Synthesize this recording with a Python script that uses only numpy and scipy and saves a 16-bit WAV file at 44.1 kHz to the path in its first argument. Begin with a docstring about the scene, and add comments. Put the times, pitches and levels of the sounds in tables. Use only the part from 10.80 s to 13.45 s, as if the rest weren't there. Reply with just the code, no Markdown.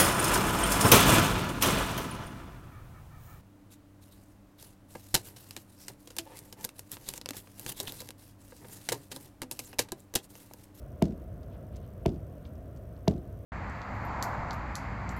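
"""A hard rubber ball, thrown with a netted stick, hits an outdoor concrete wall three times, a second
apart, heard from the grass at its foot. Each hit opens with a bending wave in the wall (treble first,
bass last); the crack follows through the air, then short echoes and the wall's low ring. Between hits
the stick ticks, bumps and swishes faintly at catch and throw. Under it all lie a distant rumble,
microphone hiss and a slight electrical ticking."""
import sys
import numpy as np
from scipy import signal
from scipy.fft import rfft, irfft
from scipy.io import wavfile
from scipy.ndimage import uniform_filter1d

SR = 44100
rng = np.random.default_rng(int(sys.argv[2]) if len(sys.argv) > 2 else 0)


def wav_out(sig):
    """Save sig, one row per channel (or a flat mono array), as 16-bit PCM at SR to the path in sys.argv[1]."""
    wavfile.write(sys.argv[1], SR, np.round(np.clip(np.atleast_2d(sig).T, -1, 1) * 32767).astype(np.int16))


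N = 116865

# ball on wall, levels relative: t/s, thud/dB, boom f/Hz, boom/dB, knock/dB, crack/dB, snap f/Hz, snap/dB
HITS = [(0.2239, -2.5, 190, 34.5, 26, 1.5, 8400, -22), (1.2610, -3, 157.5, 32.5, 27.5, -.5, 2800, -13),
        (2.2801, -1, 176.8, 33, 27, 0, 4080, -3)]


def wall_thuds():
    """Bending waves outrun the crack and sweep downward, return from the edges and leave a ring."""
    # broad resonances of the wall: f/Hz, width/octaves, relative level/dB
    resonances = [(65.5, 0.38, 30), (655.4, 0.081, 26.5), (898, 0.16, 15), (1380, 0.72, -6.5)]
    # returns from edges and overhang: delay/s, level/dB, dull above f/Hz
    returns = [(0.0238, -8, 420), (.0485, -22, 620), (.0564, -26, 350), (.0691, -14, 269.4),
               (0.103, -17.5, 380), (.168, -26, 169)]
    # colour of the wall's ring: f/Hz, relative level/dB
    ring_colour = [(40, 12), (70, 22), (110, 22), (170, 23.5), (250, 31), (360, 26.5), (480, 14.5),
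                   (660, 15.5), (900, 2.5), (1500, -15.5), (3000, -46)]
    lead_s, travel_s = 0.00769, 0.004467  # head start on the crack; travel time at 1 kHz
    f = freqs()
    bending = delay(2 * travel_s * np.sqrt(1000 / f) - lead_s)  # the bass travels slower
    paths = 1 + sum(undb(db) * delay(s) / (1 + (f / hz) ** 4) for s, db, hz in returns)
    body = sum(undb(db) * hump(hz, width) for hz, width, db in resonances) + undb(-21)
    damping = 1 / (1 + (f / 1500) ** 4)
    out = 0
    for s, thud_db, boom_hz, boom_db, knock_db, *_ in HITS:
        # the struck spot sets the pitch of the boom and the strength of the knock
        spot = undb(boom_db) * hump(boom_hz, 0.35) + undb(knock_db) * hump(377.7, 0.24)
        sweep = sharp_pulse(body + spot) * damping * bending * paths * delay(s)
        ring_tone = undb(-7) * (colour(ring_colour) + undb(-8) * spot)
        tail = rng.standard_normal(N) * fade(s, t60=0.29, rise=0.0053)
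        ring = ring_tone * flatten(rfft(tail), bins=160)
        # a fast pressure wave through the concrete arrives 5.84 ms before the crack
        forerunner = undb(-39.5) * noise(hump(2600, 0.25)) * fade(s - 0.00584, t60=0.013, rise=0.00042)
        out = out + undb(thud_db) * (irfft(sweep + ring, N) + forerunner)
    return out


def air_cracks():
    """The slap of rubber on concrete, scattered by the grass and echoed by the building."""
    # colour of the airborne crack: f/Hz, relative level/dB
    crack_colour = [(500, -86), (1200, -11.5), (2200, -6), (3500, -9), (5500, -11.5), (8500, -19),
                    (10500, -23.5), (13000, -18.5), (16000, -32)]
    # slapback echoes: delay/s, relative level/dB
    slaps = [(.0175, -22), (.0305, -19), (.039, -36), (.058, -30), (.083, -31), (.099, -31.5)]
    # colour of the echoes: f/Hz, relative level/dB
    echo_colour = [(800, 2), (2000, -1.5), (3500, 0), (5500, -0.5), (8000, -8), (11000, -16), (16000, -22)]
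    out = 0
    for s, *_, crack_db, snap_hz, snap_db in HITS:
        tone = colour(crack_colour) + undb(snap_db) * hump(snap_hz, 0.45)
        scatter = rng.standard_normal(N) * fade(s, t60=0.0059)
        scatter *= undb(-0.5) / np.linalg.norm(scatter)  # nearly as much energy as the clean pulse
        crack = irfft(sharp_pulse(tone) * flatten(delay(s) + rfft(scatter), bins=2400), N)
        slapback = sum(undb(db - 27.5) * fade(s + lag, t60=0.013) for lag, db in slaps)
        reverb = undb(-58.5) * fade(s, t60=0.28)
        echoes = (slapback + reverb) * noise(colour(echo_colour))
        out = out + undb(crack_db) * (crack + echoes)
    return out


def netted_stick():
    """The ball ticks against the plastic head and bumps into the pocket; the net swishes as it swings."""
    # ball on the head at catch and throw: t/s, level/dB, f/Hz, t60/s
    head_taps = [(0.631, -62, 4200, 0.034), (.739, -73, 3300, .06), (0.9592, -50, 5400, 0.0099),
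                 (0.9647, -54.5, 5340, 0.029), (0.966, -53, 12000, .012), (1.652, -55, 2800, 0.042),
                 (1.665, -65, 4800, .05), (1.755, -62, 4100, 0.015), (1.961, -64.5, 5400, 0.034),
                 (1.972, -60, 4800, 0.021), (2.164, -62, 3800, 0.018)]
    # net sweeping through the air: t/s, half length/s, level/dB
    swings = [(0.735, 0.033, -71.5), (0.96, 0.034, -69.5), (1.04, 0.024, -71.5), (1.662, 0.047, -78)]
    # ball landing softly in the pocket: t/s, level/dB
    landings = [(0.739, -50.5), (1.61, -62), (1.65, -60), (2.16, -52)]
    t = np.arange(N) / SR
    ticks = sum(undb(db) * noise(hump(hz, 0.59)) * fade(s, t60, rise=0.00042)
                for s, db, hz, t60 in head_taps)
    swish_level = sum(undb(db) * np.exp(-((t - s) / half) ** 2) for s, half, db in swings)
    bump_level = sum(undb(db) * fade(s, t60=0.13, rise=0.011) for s, db in landings)
    return ticks + swish_level * noise(hump(2930, 0.49)) + bump_level * noise(hump(457, 1.15))


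def distant_rumble():
    """A bed of far traffic and air, gently swelling."""
    # colour of the rumble: f/Hz, relative level/dB
    rumble_colour = [(20, -36), (35, -22), (52, -1), (70, -1), (105, -4), (160, -10), (250, -15),
                     (400, -20), (500, -19.5), (630, -16.5), (720, -23), (810, -36.5), (1000, -34),
                     (1500, -37.5), (2200, -47.5), (3300, -51), (4800, -64), (16000, -57)]
    swell_db = 0.4 * noise(hump(hz=3.07, octaves=1))
    return undb(-42.5 + swell_db) * noise(colour(rumble_colour))


def microphone_noise():
    """Flickering hiss, a faint even electrical ticking and a few stray clicks."""
    # colour of the hiss: f/Hz, relative level/dB
    hiss_colour = [(3000, -5), (6000, 6), (7500, -2.5), (9000, 3.5), (10300, -7.5), (11500, 11), (12500, 7),
                   (13400, 5), (14500, 12), (15600, -3), (16000, -18)]
    tick_gap_s, clicks_per_s = 0.05, 4
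    flicker_db = 4.2 * noise(hump(hz=68.6, octaves=0.84))
    hiss = undb(-77 + flicker_db) * noise(colour(hiss_colour))
    ticks = sum(undb(-38 - 0.2 * rng.standard_normal()) * delay(s + rng.uniform(-0.00043, 0.0005))
                for s in np.arange(0.0297, N / SR, tick_gap_s))
    clicks = undb(-46) * rfft(1. * (rng.random(N) < clicks_per_s / SR))
    return hiss + irfft(ticks * hump(8950, 0.16) + clicks * hump(11000, 0.45), N)


def undb(db):
    """Decibels to gain."""
    return 10 ** (np.asarray(db) / 20)


def freqs():
    """Frequency of each spectral bin, at least 1 Hz."""
    return np.maximum(np.arange(N // 2 + 1) * SR / N, 1)


def colour(points):
    """EQ curve through (f/Hz, level/dB) points, as gain per bin."""
    hz, db = np.array(points).T
    return undb(np.interp(np.log(freqs()), np.log(hz), db))


def hump(hz, octaves):
    """Bell curve of one resonance, as gain per bin."""
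    return np.exp(-.5 * (np.log2(freqs() / hz) / octaves) ** 2)


def noise(gain):
    """Unit-level noise with the given spectrum."""
    shaped = irfft(rfft(rng.standard_normal(N)) * gain, N)
    return shaped / shaped.std()


def delay(s):
    """Spectrum of a delay of s seconds."""
    return np.exp(-2j * np.pi * freqs() * s)


def sharp_pulse(gain):
    """Spectrum of the most abrupt (minimum-phase) pulse with this colour."""
    cepstrum = irfft(np.log(gain + 1e-6), N)
    cepstrum[1:N // 2] *= 2
    cepstrum[N // 2 + 1:] = 0
    return np.exp(rfft(cepstrum))


def fade(start, t60, rise=.0001):
    """Envelope with a quick attack and an exponential decay; times in seconds."""
    age = np.maximum(np.arange(N) / SR - start, 0)
    return (1 - np.exp(-age / rise)) * np.exp(-np.log(1000) * age / t60)


def flatten(spectrum, bins):
    """Level a scattered pulse to unit gain over stretches of so many bins."""
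    return spectrum / np.sqrt(uniform_filter1d(np.abs(spectrum) ** 2, bins))


def scene():
    """All layers mixed at one microphone."""
    return (wall_thuds() + air_cracks() + netted_stick() + distant_rumble() + microphone_noise())[None]


def record(dry):
    """A steep low-pass cuts the top above 16.3 kHz."""
    return signal.sosfilt(signal.ellip(10, .2, 80, 16300, fs=SR, output="sos"), dry)


dry = scene()
out = record(dry)
wav_out(out)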